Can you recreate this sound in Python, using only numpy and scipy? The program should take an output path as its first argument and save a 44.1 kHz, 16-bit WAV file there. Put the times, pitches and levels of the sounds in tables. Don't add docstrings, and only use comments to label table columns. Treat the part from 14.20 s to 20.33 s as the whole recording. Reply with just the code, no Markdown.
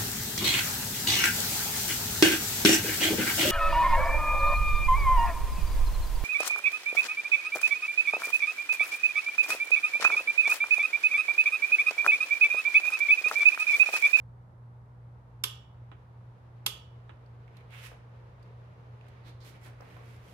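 import sys
import numpy as np
from scipy import signal
from scipy.fft import rfft, irfft
from scipy.io import wavfile

SR = 44100
rng = np.random.default_rng(int(sys.argv[2]) if len(sys.argv) > 2 else 0)


def persist_wave(psi):
    counts = np.round(np.clip(psi, -1, 1) * 32767).astype(np.int16)
    wavfile.write(sys.argv[1], SR, np.atleast_2d(counts).T)


N = 270333
T = np.arange(N) / SR


def amp(db):
    return 10 ** (np.asarray(db) / 20)


def unit(x):
    return x / np.sqrt(np.mean(x ** 2) + 1e-20)


def read(points, hz):
    f, value = np.transpose(points)
    return np.interp(np.log(hz + 1), np.log(f + 1), value)


def add(mix, s, sound):
    part = mix[:, round(s * SR):][:, :sound.shape[1]]
    part += sound[:, :part.shape[1]]


def colour(x, points, keep_power=True, size=4096):
    hz = abs(np.fft.fftfreq(size, 1 / SR))
    log_gain = np.log(amp(read(points, hz)))
    response = np.exp(np.conj(signal.hilbert(log_gain)))
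    taps = np.fft.ifft(response).real[:size // 2]
    if keep_power:
        taps = taps / np.linalg.norm(taps)
    return signal.oaconvolve(x, taps[None], axes=1)[:, :x.shape[1]]


# (frequency [Hz], likeness [-1..1])
EAR_LIKENESS = [(60, 0.9), (130, 0.96), (290, 0.53), (640, 0.44), (1400, -0.29), (3000, 0.13),
                (15000, -0.34)]


def diffuse(points):
    hz = np.fft.rfftfreq(N, 1 / SR)
    a, b = rfft(rng.standard_normal((2, N)))
    same = np.clip(read(EAR_LIKENESS, hz), -1, 1)
    left_right = np.array([a, same * a + np.sqrt(1 - same ** 2) * b])
    return unit(irfft(left_right * amp(read(points, hz)), N))


def waver(rate_hz):
    hz = np.fft.rfftfreq(N, 1 / SR)
    spectrum = rfft(rng.standard_normal(N)) * np.exp(-(hz / rate_hz) ** 2)
    return unit(irfft(spectrum, N))


LEFT_LAG_S = .00011


def ring(modes, rise, scatter=0):
    t = T[:SR]
    arrival = t - np.array([[LEFT_LAG_S], [0]])
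    out = np.zeros((2, SR))
    for hz, db, t60 in modes:
        phase = rng.random() + scatter * rng.random((2, 1))
        out += amp(db - 60 * t / t60) * np.sin(2 * np.pi * (hz * arrival + phase))
    return out * (1 - np.exp(-t / rise))


def chatter(length, rise, after_db, after_t60):
    t = T[:SR]
    burst = np.exp(-(t / length) ** 2)
    scatter = amp(after_db - 60 * t / after_t60)
    return rng.standard_normal((2, len(t))) * (burst + scatter) * (1 - np.exp(-t / rise))


# (frequency [Hz], time to fall by 60 dB [s])
ROOM_DECAY = [(150, .3), (500, 0.53), (1200, 0.51), (3000, .4), (5000, 0.38), (8000, 0.32), (12000, 0.24),
              (16000, .15)]


def workshop(x, wet_db, build):
    hz, t, z = signal.stft(rng.standard_normal((2, SR)), SR, nperseg=256)
    fade = amp(-60 * t / read(ROOM_DECAY, hz)[:, None])
    tail = signal.istft(z * fade, SR, nperseg=256)[1][:, :SR]
    tail = tail * (1 - np.exp(-(T[:SR] / build) ** 2))
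    tail = tail / np.linalg.norm(tail, axis=1, keepdims=True)
    return x + amp(wet_db) * signal.fftconvolve(x, tail, axes=1)[:, :N]


# (frequency [Hz], left minus right [dB])
SIDE_BALANCE = [(200, -1), (700, -6.5), (1300, -5.5), (3000, -6.5), (4500, -11.5), (6000, -13), (9000, -15),
                (12000, -9), (15000, -3)]


def to_right(x, amount):
    left_tilt = [(hz, amount * db / 2) for hz, db in SIDE_BALANCE]
    right_tilt = [(hz, -amount * db / 2) for hz, db in SIDE_BALANCE]
    left = colour(x[[0]], left_tilt, keep_power=False)
    right = colour(x[[1]], right_tilt, keep_power=False)
    return np.vstack([left, right])


# (multiple of the shaft speed, level [dB rms])
SHAFT_ORDERS = [(1, -66), (2, -61), (3, -76.5), (4, -76), (5, -78.5), (6, -81), (11, -83.5)]
# (frequency [Hz], relative level [dB per Hz])
RUMBLE_COLOUR = [(20, -28.5), (40, -9.5), (57, 0), (85, 5.5), (120, 1), (145, -3.5), (180, -3.5),
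                 (220, -13.5), (300, -32), (600, -36), (2000, -68.5)]
SHAFT_HZ, MAINS_BUZZ_HZ = 58.67, 119.93
BEAT_CREST_S = .48


def motor():
    t = T - BEAT_CREST_S
    turns = SHAFT_HZ * t + 0.0069 * waver(rate_hz=3.2)
    shaft = sum(amp(db) * np.cos(2 * np.pi * round(k) * turns) for k, db in SHAFT_ORDERS)
    buzz = amp(-51.0) * np.cos(2 * np.pi * MAINS_BUZZ_HZ * t)
    buzz_octave = amp(-85.5) * np.cos(4 * np.pi * MAINS_BUZZ_HZ * t)
    rumble = amp(-57.5) * diffuse(RUMBLE_COLOUR)
    return np.sqrt(2) * (shaft + buzz + buzz_octave) + rumble


# (frequency [Hz], relative level [dB per Hz])
AIR_COLOUR = [(100, -5.5), (280, -3), (500, 3.5), (680, -0.5), (900, 3.5), (1300, -3), (1700, -9.5),
              (2050, -13), (2600, -22.5), (4000, -26), (7000, -33), (13200, -33), (14000, -51)]
# (frequency [Hz], relative level [dB per Hz])
STIR_COLOUR = [(150, -23), (450, 8.5), (750, -1), (1200, -1), (2200, -8), (4000, -17.5), (6500, -26.5),
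               (8000, -34), (13000, -35), (14200, -54.5)]
STIR_DB, STIR_START_DB = -61.5, -27
STIR_RISE_S = 4.4


def shop_air():
    growth = np.interp(T, [0, STIR_RISE_S], [amp(STIR_START_DB), 1])
    flicker = amp(1.0 * waver(rate_hz=12))
    stir = amp(STIR_DB) * growth * diffuse(STIR_COLOUR) * flicker
    return amp(-63.5) * diffuse(AIR_COLOUR) + stir


# (time [s], level [dB], length of the snap [s])
SNAP_EVENTS = [(1.2379, 0, .0042), (2.4629, 0, .0046)]
# (frequency [Hz], relative level [dB per Hz])
CRACK_COLOUR = [(100, -31), (300, -18.5), (620, -15), (900, -1), (1700, -5.5), (2400, 1), (3000, 1),
                (4200, 1), (6300, -2.5), (8000, -8), (11000, -1), (13200, -1.5), (14000, -15.5),
                (16000, -21.5)]
# (frequency [Hz], relative level [dB], time to fall by 60 dB [s])
TUBE_MODES = [(1045, -15, .05), (1180, -21, .05), (1305, -20, .05), (1500, -20, .035), (2360, -19, .03),
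              (2810, -4, .04), (3030, -5, .03), (3330, 0, .035), (3610, -5, .035), (4630, -11, .02),
              (5330, -8, .018), (5500, -8, .018), (7280, -4, .018), (7670, -15, .035), (8330, -17, .03),
              (9910, -16, .03), (10900, -12, .02), (12160, -10, .035), (12800, -9, .025)]
# (frequency [Hz], relative level [dB], time to fall by 60 dB [s])
BLOCK_MODES = [(903, -13, .4), (1090, -9, .36), (1233, -5, .42), (1292, -4, .48), (1823, -10, .35),
               (2200, -16, .3), (2265, -16, .35), (2620, -10, .35), (2650, -10, .35), (2735, -12, .35),
               (2812, 1, .4), (2953, -1, .53), (3081, 0, .5), (3120, -4, .4), (3168, -6, .42),
               (3212, -2, .45), (3250, -6, .52), (3338, -6, .45), (3367, -3, .42), (3445, -8, .42),
               (3500, -7, .42), (3590, -3, .42), (3712, -3, .34), (4005, -11, .26), (4500, -13, .23),
               (5243, -12, .27), (5324, -12, .27), (6126, -12, .28), (7230, -10, .2), (7477, -9, .23)]
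# (frequency [Hz], relative level [dB], time to fall by 60 dB [s])
STAND_MODES = [(244, -9.5, 0.068), (320, 1, 0.05), (344, -3.5, 0.045), (412, -8.5, .2), (451, -4, 0.071),
               (540, -12.5, 0.11)]


def wrench():
    snap, block = np.zeros((2, 2, N))
    tube_ring = ring(TUBE_MODES, rise=0.0011)
    block_ring = ring(BLOCK_MODES, rise=.003, scatter=0.96)
    stand_ring = ring(STAND_MODES, rise=0.0084)
    for s, db, length in SNAP_EVENTS:
        burst = chatter(length, rise=0.0002, after_db=-5.0, after_t60=0.13)
        crack = colour(burst, CRACK_COLOUR)
        add(snap, s - .0013, amp(db - 44.5) * crack)
        add(snap, s, amp(db - 29) * crack + amp(db - 20.0) * tube_ring)
        add(block, s, amp(db - 47.0) * block_ring)
        add(block, s + 0.0054, amp(db - 40.5) * stand_ring)
    snap = to_right(workshop(snap, wet_db=-12.0, build=0.0017), amount=0.77)
    block = to_right(workshop(block, wet_db=-15.5, build=.012), amount=.75)
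    return snap + block


# (time [s], level [dB])
RESET_EVENTS = [(1.7153, -47), (2.8931, -46)]
# (frequency [Hz], relative level [dB per Hz])
KNOCK_COLOUR = [(100, -29), (350, 6), (650, -4), (1100, 4), (1800, -5), (3000, -6), (3800, -14.5),
                (4400, -29), (5600, -36), (7000, -36), (15000, -54)]


def resets():
    out = np.zeros((2, N))
    for s, db in RESET_EVENTS:
        burst = chatter(length=0.0019, rise=0.00071, after_db=-3.0, after_t60=0.12)
        add(out, s, amp(db) * colour(burst, KNOCK_COLOUR))
    return to_right(workshop(out, wet_db=-13, build=0.0059), amount=0.77)


# (time [s], level [dB], centre of the hump [Hz], brighter part against the hump [dB], length [s])
TOUCH_EVENTS = [(3.061, -69, 4670, -10, 0.0026), (3.278, -57.5, 2220, -28, 0.0035),
                (3.368, -59.5, 4180, -5, 0.005), (3.407, -55.5, 2080, -26, 0.0031),
                (3.505, -61.5, 3800, -6.5, .003), (4.226, -70, 4640, -7, 0.0068),
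                (4.81, -57, 2720, -22, .003), (4.866, -58, 2770, -16, 0.0017),
                (4.884, -62.5, 4150, 1, 0.0021), (5.203, -64.5, 4400, -19, 0.059),
                (5.608, -60.5, 6100, -8, 0.0025)]
# (frequency [Hz], relative level [dB per Hz])
BRIGHT_COLOUR = [(200, -28), (1500, -12), (3000, -5), (4200, 0), (8000, -3), (13000, -4), (14500, -12),
                 (16000, -22)]
# (multiple of its centre frequency, relative level [dB per Hz])
TOUCH_HUMP = [(.25, -22), (.7, -11), (1, 0), (1.3, -12), (2, -26), (4, -42)]


def light_touches():
    out = np.zeros((2, N))
    for s, db, hz, bright_db, length in TOUCH_EVENTS:
        contact = chatter(length, rise=0.00099, after_db=-14, after_t60=0.091)
        hump = [(multiple * hz, gain_db) for multiple, gain_db in TOUCH_HUMP]
        bright = amp(bright_db) * colour(contact, BRIGHT_COLOUR)
        add(out, s, amp(db) * (bright + colour(contact, hump)))
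    return to_right(workshop(out, wet_db=-11, build=0.0035), amount=1.0)


STROKE_SHAPE = 1.96


def stroke(s, half_length):
    return np.exp(-(abs(T - s) / half_length) ** STROKE_SHAPE)


def catches(per_second, fade):
    slips = (rng.random(N) < per_second / SR) * np.minimum(rng.exponential(1, N), 3)
    jumps = signal.lfilter([1], [1, -np.exp(-1 / (fade * SR))], slips)
    return unit(1 + 0.29 * jumps)


# (time of fastest motion [s], level [dB], half length [s],
# fizz of the weave against the stroke [dB], centre of the rasp [Hz], garment)
SWISH_EVENTS = [(3.373, -67, 0.042, -26, 2270, "sleeve"), (3.547, -52.5, 0.035, -14, 2320, "sleeve"),
                (3.592, -53.5, 0.03, -9, 2920, "sleeve"), (3.652, -52, 0.036, -1, 2470, "sleeve"),
                (4.94, -67, 0.13, -28, 1900, "trousers"), (5.08, -56.5, 0.029, -9, 3900, "trousers"),
                (5.275, -59.5, 0.044, 1, 3580, "trousers"), (5.358, -60, 0.026, -14, 2200, "trousers"),
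                (5.458, -58.5, 0.044, -2.5, 1890, "trousers"), (5.718, -61, 0.13, -11, 2010, "trousers"),
                (5.906, -63, 0.1, -6, 2210, "trousers"), (6.105, -67.5, 0.11, 0, 2900, "trousers")]
# (frequency [Hz], relative level [dB per Hz])
SLEEVE_COLOUR = [(150, -18), (600, -5), (1200, -1.5), (1800, 1.5), (2500, 1.5), (3300, -4.5), (4000, -10.5),
                 (4800, -19), (7500, -25), (12500, -23.5), (15500, -25)]
# (frequency [Hz], relative level [dB per Hz])
TROUSERS_COLOUR = [(100, 4), (300, 13.5), (600, -0.5), (1200, 3.5), (2200, 3), (3500, -4), (6500, -18),
                   (8000, -35), (12500, -26), (15500, -36)]
# (frequency [Hz], relative level [dB per Hz])
FIZZ_COLOUR = [(500, -24), (2000, 6.5), (3500, 0), (6000, -2.5), (8000, -5.5), (12500, -3.5), (15500, -12)]
FIZZ_POWER = 1.34
RASP_DB, RASP_OCTAVES = -6.5, 0.23


def clothes():
    power = {"sleeve": np.zeros(N), "trousers": np.zeros(N)}
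    fizz_power = np.zeros(N)
    rasp = np.zeros((2, N))
    for s, db, half_length, fizz_db, hz, garment in SWISH_EVENTS:
        speed = stroke(s, half_length)
        power[garment] += (amp(db) * speed) ** 2
        fizz_power += (amp(db + fizz_db) * speed ** FIZZ_POWER) ** 2
        edges = [hz / 2 ** RASP_OCTAVES, hz * 2 ** RASP_OCTAVES]
        band = signal.butter(2, edges, "bandpass", fs=SR)
        ribs = unit(signal.lfilter(*band, rng.standard_normal((2, N))))
        rasp += amp(db + RASP_DB) * speed * ribs
    sleeve = diffuse(SLEEVE_COLOUR) * np.sqrt(power["sleeve"])
    trousers = diffuse(TROUSERS_COLOUR) * np.sqrt(power["trousers"])
    weave = diffuse(FIZZ_COLOUR) * np.sqrt(fizz_power) * amp(2 * waver(rate_hz=830))
    rustle = (sleeve + trousers + rasp + weave) * catches(per_second=170, fade=0.0017)
    return to_right(workshop(rustle, wet_db=-7.5, build=0.0073), amount=0.69)


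# (time [s], level [dB], length of the scuff [s], heel thump against the scuff [dB])
STEP_EVENTS = [(3.715, -52, 0.0064, 5), (5.455, -57, 0.042, -19), (5.604, -51, 0.0046, 2),
               (5.619, -50.5, 0.0043, -15), (5.688, -62, 0.009, -5), (5.765, -52.5, 0.0085, -5)]
# (frequency [Hz], relative level [dB per Hz])
SHOE_COLOUR = [(60, 6), (250, -26), (500, 7), (900, 4), (1400, 2.5), (2500, -10), (4500, -45), (15000, -25)]


def steps():
    out = np.zeros((2, N))
    for s, db, length, heel_db in STEP_EVENTS:
        burst = chatter(length, rise=0.00056, after_db=-5.5, after_t60=0.11)
        scuff = colour(burst, SHOE_COLOUR)
        thump = ring([(485, 1.5, 0.054), (280, -13, 0.025)], rise=.001)
        add(out, s, amp(db) * (scuff + amp(heel_db) * thump))
    return workshop(out, wet_db=-5.0, build=0.0022)


def scene():
    background = (motor() + shop_air()) * amp([[-.25], [.25]])
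    return background + wrench() + resets() + light_touches() + clothes() + steps()


EDGE_HZ = 15800


def record(dry):
    low_pass = signal.firwin(511, EDGE_HZ, window=("kaiser", 9), fs=SR)
    return signal.oaconvolve(dry, low_pass[None], "same", axes=1)


dry = scene()
out = record(dry)
persist_wave(out)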